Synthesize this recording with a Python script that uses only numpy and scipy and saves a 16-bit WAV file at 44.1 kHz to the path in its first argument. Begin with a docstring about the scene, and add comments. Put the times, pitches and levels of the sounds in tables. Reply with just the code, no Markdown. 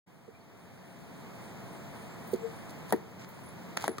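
"""A paved drive, with distant traffic, a breeze, far birds and insects chirping in the verge.
A hollow rubber ball bumps in the hand, is thrown and bounces twice: each landing slaps, crushes grit
and sets the shell ringing. A puppy starts after it, pads scuffing, claws tapping and the steel links
of its collar tinkling. The camera's stereo widening gives everything a slightly hollow colour."""
import sys
import numpy as np
from scipy import signal
from scipy.fft import rfft, irfft, next_fast_len
from scipy.io import wavfile
from scipy.ndimage import map_coordinates

SR = 44100
rng = np.random.default_rng(int(sys.argv[2]) if len(sys.argv) > 2 else 0)


def put_to_file(sound):
    """Save the sound as 16-bit audio at rate SR, in the file named by the first command-line argument."""
    columns = np.atleast_2d(sound).T  # one column per channel
    safe = np.clip(columns, -1, 1)
    whole_steps = np.round(safe * 32767)
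    wavfile.write(sys.argv[1], SR, whole_steps.astype(np.int16))


N = 176400


def amp(db):
    """Decibels to gain."""
    return 10 ** (np.asarray(db) / 20)


def unit(x):
    """Scale to rms 1."""
    return x / np.sqrt(np.mean(x ** 2) + 1e-20)


def along(points, hz):
    """Read a curve of (f/Hz, value) points on a log frequency axis."""
    f, v = np.transpose(points)
    return np.interp(np.log(hz + 1), np.log(f + 1), v)


def clock(start=0):
    """Seconds since start, zero before it."""
    return np.maximum(np.arange(N) / SR - start, 0)


def wobble(rate):
    """A smooth random modulator, rate knots a second."""
    return map_coordinates(rng.standard_normal(int(N * rate / SR) + 4), [np.arange(N) * rate / SR])


def filtered(x, response):
    """EQ x with a gain given as a function of frequency."""
    m = next_fast_len(N + SR // 4)
    return irfft(rfft(x, m) * response(np.fft.rfftfreq(m, 1 / SR)), m)[..., :N]


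def noise(spectrum):
    """Stereo noise of rms 1 with the given colour."""
    return unit(filtered(rng.standard_normal((2, N)), lambda f: amp(along(spectrum, f))))


def narrow(centre_hz, width_hz):
    """Stereo narrow-band noise of rms 1."""
    white = rng.standard_normal((2, N))
    return unit(filtered(white, lambda f: 1 / (1 + ((f - centre_hz) / width_hz) ** 4)))


def gritty(spectrum, scatter_db=6.5):
    """Stereo crackle of rms 1: grains of very unequal size with the given colour."""
    grains = rng.standard_normal((2, N)) * amp(scatter_db * wobble(4000))
    return unit(filtered(grains, lambda f: amp(along(spectrum, f))))


def pan(db):
    """Left and right gains for a level difference; positive is left."""
    return amp(np.array([[db], [-db]]) / 2)


def decay(t, t60):
    """A hard attack that dies by 60 dB in t60."""
    return (t > 0) * np.exp(-np.minimum(np.log(1000) * t / t60, 40))


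def ring(t, hz, t60):
    """One damped mode."""
    return np.sin(2 * np.pi * hz * t) * decay(t, t60)


# colour of the outdoor wash, mid and side (f/Hz, density/dB)
WASH_MID = [(25, -38), (50, -49), (80, -8), (130, 0), (190, 1.5), (300, -5), (600, -6), (900, -8.5),
            (1400, -17), (2200, -18.5), (3500, -27), (6500, -32), (10500, -37.5), (15500, -35.5)]
WASH_SIDE = [(25, -33), (50, 1), (80, -7.5), (130, -0.5), (220, -3.5), (350, -7), (600, -10.5), (1000, -13),
             (2000, -16.5), (3000, -26), (5500, -31), (8300, -31.5), (11000, -38.5), (15000, -34)]
# faint wavering tones in the background (f/Hz, level/dB re the wash)
FAINT_TONES = [(178, -16.5), (455, -21.5), (680, -15.5)]


def traffic():
    """A wide wash of far traffic and air, with faint wavering tones in the background."""
    colours = lambda f: amp([along(WASH_MID, f), along(WASH_SIDE, f)])
    mid, side = filtered(rng.standard_normal((2, N)), colours)
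    out = unit(np.array([mid + side, mid - side])) * amp(0.19 * wobble(7.5))
    for hz, db in FAINT_TONES:
        swell = amp(db + 4.2 * wobble(4.66))
        out += swell * np.sqrt(2) * np.sin(2 * np.pi * hz * clock() + 0.6 * wobble(9))
    return out


# colour of the wind rumble (f/Hz, density/dB)
BREEZE_COLOUR = [(25, -24), (55, -19.5), (90, -2), (250, 0), (400, -16), (900, -35)]


def breeze(level_db=-9.5, gust_db=3):
    """Low flutter of moving air, different on each side."""
    return amp(level_db) * unit(noise(BREEZE_COLOUR) * amp(gust_db * np.array([wobble(17), wobble(14)])))


# bird notes (t/s, f/Hz, level/dB re the wash)
BIRD_NOTES = [(.36, 2390, -8), (.41, 4450, -20.5)]


def birds(width_hz=62, swell_s=0.014):
    """Short soft peeps from far away, each a swell of narrow-band noise."""
    return sum(amp(db) * narrow(hz, width_hz) * np.exp(-.5 * ((clock() - s) / swell_s) ** 2)
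               for s, hz, db in BIRD_NOTES)


def chirp(s, hz, swell_s=0.042, width_hz=160, sag_hz_per_s=1200):
    """One soft, slightly rasping insect note, centred on time s and sagging in pitch."""
    t = clock() - s
    live = np.abs(t) < 4 * swell_s
    out, t = np.zeros(N), t[live]
    knots = (t - t[0]) * 2 * width_hz
    rasp_cos, rasp_sin = (map_coordinates(row, [knots]) for row in rng.standard_normal((2, 128)))
    phase = 2 * np.pi * (hz - sag_hz_per_s * t / 2) * t
    out[live] = (rasp_cos * np.cos(phase) + rasp_sin * np.sin(phase)) * np.exp(-.5 * (t / swell_s) ** 2)
    return out


# one-off chirps (t/s, f/Hz, level/dB re the wash)
SINGLE_CALLS = [(.24, 8350, -18), (2.68, 8300, -18), (3.365, 8900, -22)]
# repeating insects (start/s, stop/s, period/s, f/Hz, level/dB re the wash, pan/dB)
REPEATING_CALLS = [(0.338, 2.7, .2815, 8920, -21, 2), (0.145, 2.7, .303, 9500, -26.5, 2.5),
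                   (1.475, 2.6, 0.326, 7560, -24.5, -1), (0.735, 3.6, 0.39, 8150, -27, 5)]


def insects(scatter_db=1.7):
    """Each insect repeats a high chirp at its own pace, uneven in level; a few call only once."""
    stereo_chirp = lambda s, hz: np.array([chirp(s, hz), chirp(s, hz)])
    out = sum(amp(db) * stereo_chirp(s, hz) for s, hz, db in SINGLE_CALLS)
    for start, stop, period, hz, db, pan_db in REPEATING_CALLS:
        for s in np.arange(start, stop, period):
            out += amp(db + rng.normal(0, scatter_db)) * pan(pan_db) * stereo_chirp(s, hz)
    return out


# fader ride of the ambience bed, before its trim (t/s, level/dB)
BED_FADER = [(.07, -61.5), (.3, -60), (.65, -56), (1.0, -53.5), (1.4, -49.5), (2.1, -49), (2.88, -49),
             (3.02, -53.5), (3.3, -52), (3.7, -49.5), (3.86, -50.5), (3.95, -52)]


def ambience(trim_db=2.5):
    """Traffic, breeze, birds and insects swell and dip together on one fader."""
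    fader_db = np.interp(clock(), *np.transpose(BED_FADER))
    return amp(fader_db + trim_db) * (traffic() + breeze() + birds() + insects())


# chain clinks (t/s, level/dB)
CHAIN_HITS = [(3.437, -62), (3.46, -59), (3.485, -60), (3.865, -54.5), (3.892, -54), (3.914, -59)]


def collar(link_hz=10190, width_hz=350, t60=0.12):
    """Small steel links knock together and ring at nearly the same pitch."""
    return narrow(link_hz, width_hz) * sum(amp(db) * decay(clock(s), t60) for s, db in CHAIN_HITS)


# colour of a stone grain's snap (f/Hz, density/dB)
GRAIN_COLOUR = [(1500, 3), (4000, 5), (7000, 2), (10000, 2), (15500, -18)]
# grain hits (t/s, level/dB)
GRAIN_HITS = [(2.339, -38.5), (2.3605, -45), (2.695, -45), (2.906, -40), (2.9295, -36), (3.7702, -34),
              (3.7732, -33), (3.786, -43), (3.811, -39), (3.8242, -40), (3.8423, -37), (3.894, -44),
              (3.9705, -47), (3.9828, -35), (3.988, -44)]


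def flicked_grit(t60=0.005, side_db=-3.5):
    """Single grains snap against the paving, nearly straight ahead."""
    mid, side = gritty(GRAIN_COLOUR) * amp([[0], [side_db]])
    snaps = sum(amp(db) * decay(clock(s), t60) for s, db in GRAIN_HITS)
    return np.array([mid + side, mid - side]) * snaps


# dull colour of the paving, for claws, pads and the reverb tail (f/Hz, density/dB)
PAVING_COLOUR = [(150, 7.5), (500, 8.5), (1000, 1.5), (2200, -1), (4000, -9.5), (6500, -10), (10000, -21.5),
                 (15500, -24)]
# claw hits (t/s, level/dB, f/Hz, t60/s, grit/dB, pan/dB)
CLAW_HITS = [(2.9082, -41, 970, 0.024, -41, 0), (3.391, -39, 950, 0.013, -52, 3),
             (3.7698, -27, 1240, 0.013, -32, -2), (3.7731, -23.5, 2020, 0.0061, -24, -3),
             (3.7733, -27, 560, 0.012, -45, -4), (3.8415, -19.5, 846, 0.016, -31, 1),
             (3.9833, -35, 1187, 0.031, -33, 6.5)]


def claws(attack_s=0.0004, grit_t60=0.014):
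    """Each claw strikes the paving with a pitched tick and a puff of grit."""
    out, paving = np.zeros((2, N)), noise(PAVING_COLOUR)
    for s, db, hz, t60, grit_db, pan_db in CLAW_HITS:
        t = clock(s)
        tick = amp(db) * ring(t, hz, t60) * (1 - np.exp(-t / attack_s))
        grit = amp(grit_db) * paving * decay(t, grit_t60)
        out += pan(pan_db) * (tick + grit)
    return out


# pad scuffs, dry rustles of dog and handler, swishes of throw and leap (t/s, length/s, level/dB)
PAD_STROKES = [(3.185, 0.071, -51.5), (3.765, 0.113, -43.5)]
RUSTLE_STROKES = [(2.322, 0.037, -55), (2.685, 0.035, -58), (2.878, 0.043, -56.5), (3.79, 0.088, -55.5)]
SWISH_STROKES = [(2.262, 0.037, -54), (2.3, 0.05, -53.5), (3.275, 0.047, -58)]
# colours of the dry rustle and the thin swish (f/Hz, density/dB)
RUSTLE_COLOUR = [(1000, -9), (4000, 5.5), (7000, 1), (10000, 6.5), (13000, -4), (15500, -0.5)]
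SWISH_COLOUR = [(3000, -22), (8000, -10), (12000, -3.5), (15500, 3.5)]


def movement(edge_s=0.012, grain_db=2):
    """Pads scrape, bodies rustle, the throw and the leap swish: short strokes of grainy noise."""
    out = np.zeros((2, N))
    layers = (PAD_STROKES, PAVING_COLOUR), (RUSTLE_STROKES, RUSTLE_COLOUR), (SWISH_STROKES, SWISH_COLOUR)
    for strokes, colour in layers:
        pressure = sum(amp(db) * np.clip(np.minimum(clock(s), length - clock(s)) / edge_s, 0, 1)
                       for s, length, db in strokes)
        out += pressure * unit(gritty(colour) * amp(grain_db * wobble(500)))
    return out


def hum(peak_s=2.451, swell_s=0.018, hz=456, level_db=-34, pan_db=16):
    """A hollow tone swells and fades on the left just after the throw."""
    t = clock()
    swell = (1 + ((t - peak_s) / swell_s) ** 2) ** -1.1
    return amp(level_db) * pan(pan_db) * np.sin(2 * np.pi * hz * t) * swell


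# modes of the rubber shell (f/Hz, level/dB, t60/s)
SHELL_MODES = [(232, -7, 0.08), (319, -1, 0.075), (376.6, 0.5, 0.064), (449, -0.5, 0.074), (554, -2, 0.021),
               (723, -5.5, 0.042), (940, -6.5, 0.03), (1660, -15, 0.024), (1856, -9.5, 0.025)]


def shell(start, eq_db, pivot_hz=427, attack_s=0.00066):
    """The ball rings after one contact; eq_db weights each mode by its octaves above the pivot."""
    t = clock(start)
    live = (t > 0) & (t < .5)
    out, t = np.zeros((2, N)), t[live]
    attack = 1 - np.exp(-t / attack_s)
    for hz, db, t60 in SHELL_MODES:
        phase = rng.standard_normal((2, 1))  # reaches the two sides a little out of step
        gain = amp(db + eq_db(np.log2(hz / pivot_hz)))
        out[:, live] += gain * np.sin(2 * np.pi * hz * t + phase) * decay(t, t60) * attack
    return out


def thud(start, hz=231.5, rise_s=0.0037):
    """A few slow cycles as the whole ball lurches."""
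    t = clock(start)
    rise = t / rise_s
    return np.sin(2 * np.pi * hz * t) * rise * np.exp(1 - rise)


# bumps on the ball in the hand (t/s, level/dB, pan/dB)
HAND_HITS = [(0.2796, -36.5, -7), (2.3326, -19, -8.5), (2.341, -20, -4)]


def hand_bumps(width_octaves=0.19, attack_s=0.0011, thud_db=-13):
    """A soft bump rings the ball in a narrow band near 430 Hz, over a dull thud as it gives way."""
    band_eq = lambda octaves: -6 * (octaves / width_octaves) ** 2
    out = np.zeros((2, N))
    for s, db, pan_db in HAND_HITS:
        tone = shell(s, band_eq) * (1 - np.exp(-clock(s) / attack_s))
        out += amp(db) * pan(pan_db) * (tone + amp(thud_db) * thud(s))
    return out


def slap(start, hz=616, rise_s=0.00071, right_lag_s=0.00012):
    """A pop of about two cycles as the ball flattens on the ground."""
    t = np.array([clock(start), clock(start + right_lag_s)])
    rise = t / rise_s
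    return -np.sin(2 * np.pi * hz * t) * rise * np.exp(1 - rise)


def rebound(contact, flex_s, tilt, thud_db=-5, loss_db=7.5, dull_db_per_octave=5):
    """The ball thuds off the ground and flexes back into shape, ringing weaker and duller each time."""
    out = amp(thud_db) * thud(contact + flex_s)
    for k in range(3):
        flex_eq = lambda octaves: (tilt - k * dull_db_per_octave) * max(octaves, 0)
        out = out + amp(-k * loss_db) * shell(contact + (k + 1) * flex_s, flex_eq)
    return out


# modes of stone pinched under the ball (f/Hz, level/dB, t60/s)
STONE_MODES = [(1900, -2, .004), (5000, -12, .0015), (7000, -9, .0015), (10000, 0, .0028), (15600, 5, .002)]
# colour of crushed grit (f/Hz, density/dB)
CRUNCH_COLOUR = [(300, -3), (1700, 11.5), (3000, -1.5), (4500, -5.5), (7000, -11), (9800, -3),
                 (12000, -0.5), (15000, -2.5)]
# landings (t/s, slap/dB, grit/dB, high cut/Hz, ring/dB, flex/s, rebound/dB, tilt/dB per octave, pan/dB)
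LANDINGS = [(2.9244, -11.5, -22.5, 16400, -23, 0.0072, -19.5, 0, 4),
            (3.8796, -18, -27.5, 11500, -31, .011, -31.5, -8.5, 3.5)]


def bounces(crack_db=-25.5, crush_t60=0.0068, scatter_db=-12.5, scatter_t60=0.072):
    """The ball lands with a crack of stone and a crunch of grit, slaps, rings and rebounds."""
    out, grit = np.zeros((2, N)), noise(CRUNCH_COLOUR)
    for s, slap_db, grit_db, top_hz, ring_db, flex_s, rebound_db, tilt, pan_db in LANDINGS:
        t = clock(s)
        high_cut = lambda f: 1 / (1 + (f / top_hz) ** 12)
        crack = sum(amp(db) * high_cut(hz) * ring(t, hz, t60) for hz, db, t60 in STONE_MODES)
        crush_and_scatter = decay(t, crush_t60) + amp(scatter_db) * decay(t, scatter_t60)
        crunch = filtered(grit, high_cut) * crush_and_scatter
        contact_eq = lambda octaves: tilt * octaves + 4.5 * min(octaves, 1)  # brighter than the rebound
        body = amp(slap_db) * slap(s) + amp(ring_db) * shell(s, contact_eq)
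        body += amp(rebound_db) * rebound(s, flex_s, tilt)
        out += pan(pan_db) * body + amp(grit_db) * crunch + amp(crack_db) * crack
    return out


def reflections(x, echo_s=0.0375, echo_db=-26, tail_t60=0.46, tail_db=-29.5):
    """One faint slapback from a distant wall and a weak, dull outdoor tail."""
    echo = filtered(x, lambda f: np.exp(-2j * np.pi * f * echo_s))
    impulse = (noise(PAVING_COLOUR) * decay(clock(), tail_t60))[:, :SR // 2]
    tail = signal.fftconvolve(x, impulse / np.linalg.norm(impulse[0]), axes=1)[:, :N]
    return amp(echo_db) * echo + amp(tail_db) * tail


def scene(low_cut_hz=172):
    """Ball and dog up front, with no deep bass, over the ambience bed."""
    low_cut = signal.butter(3, low_cut_hz, "highpass", fs=SR, output="sos")
    action = bounces() + hand_bumps() + hum() + claws() + movement() + flicked_grit() + collar()
    near = signal.sosfilt(low_cut, action)
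    return near + reflections(near) + ambience()


# stereo widener: how much of the opposite side is subtracted (f/Hz, share/0-1)
WIDENER = [(400, 0.02), (800, 0.53), (1350, 0.86), (3000, 1), (16000, 1)]


def record(dry, delay_s=16 / SR, open_s=0.062, fade_s=0.017, top_hz=16300):
    """The camera widens by subtracting a delayed copy of the other side, fades in and cuts the top."""
    crossfeed = lambda f: np.clip(along(WIDENER, f), 0, 1) * np.exp(-2j * np.pi * f * delay_s)
    wide = dry - filtered(dry[::-1], crossfeed)
    fade_in = np.clip(clock(open_s) / fade_s, 0, 1)
    return filtered(wide * fade_in, lambda f: f < top_hz)


dry = scene()
out = record(dry)
put_to_file(out)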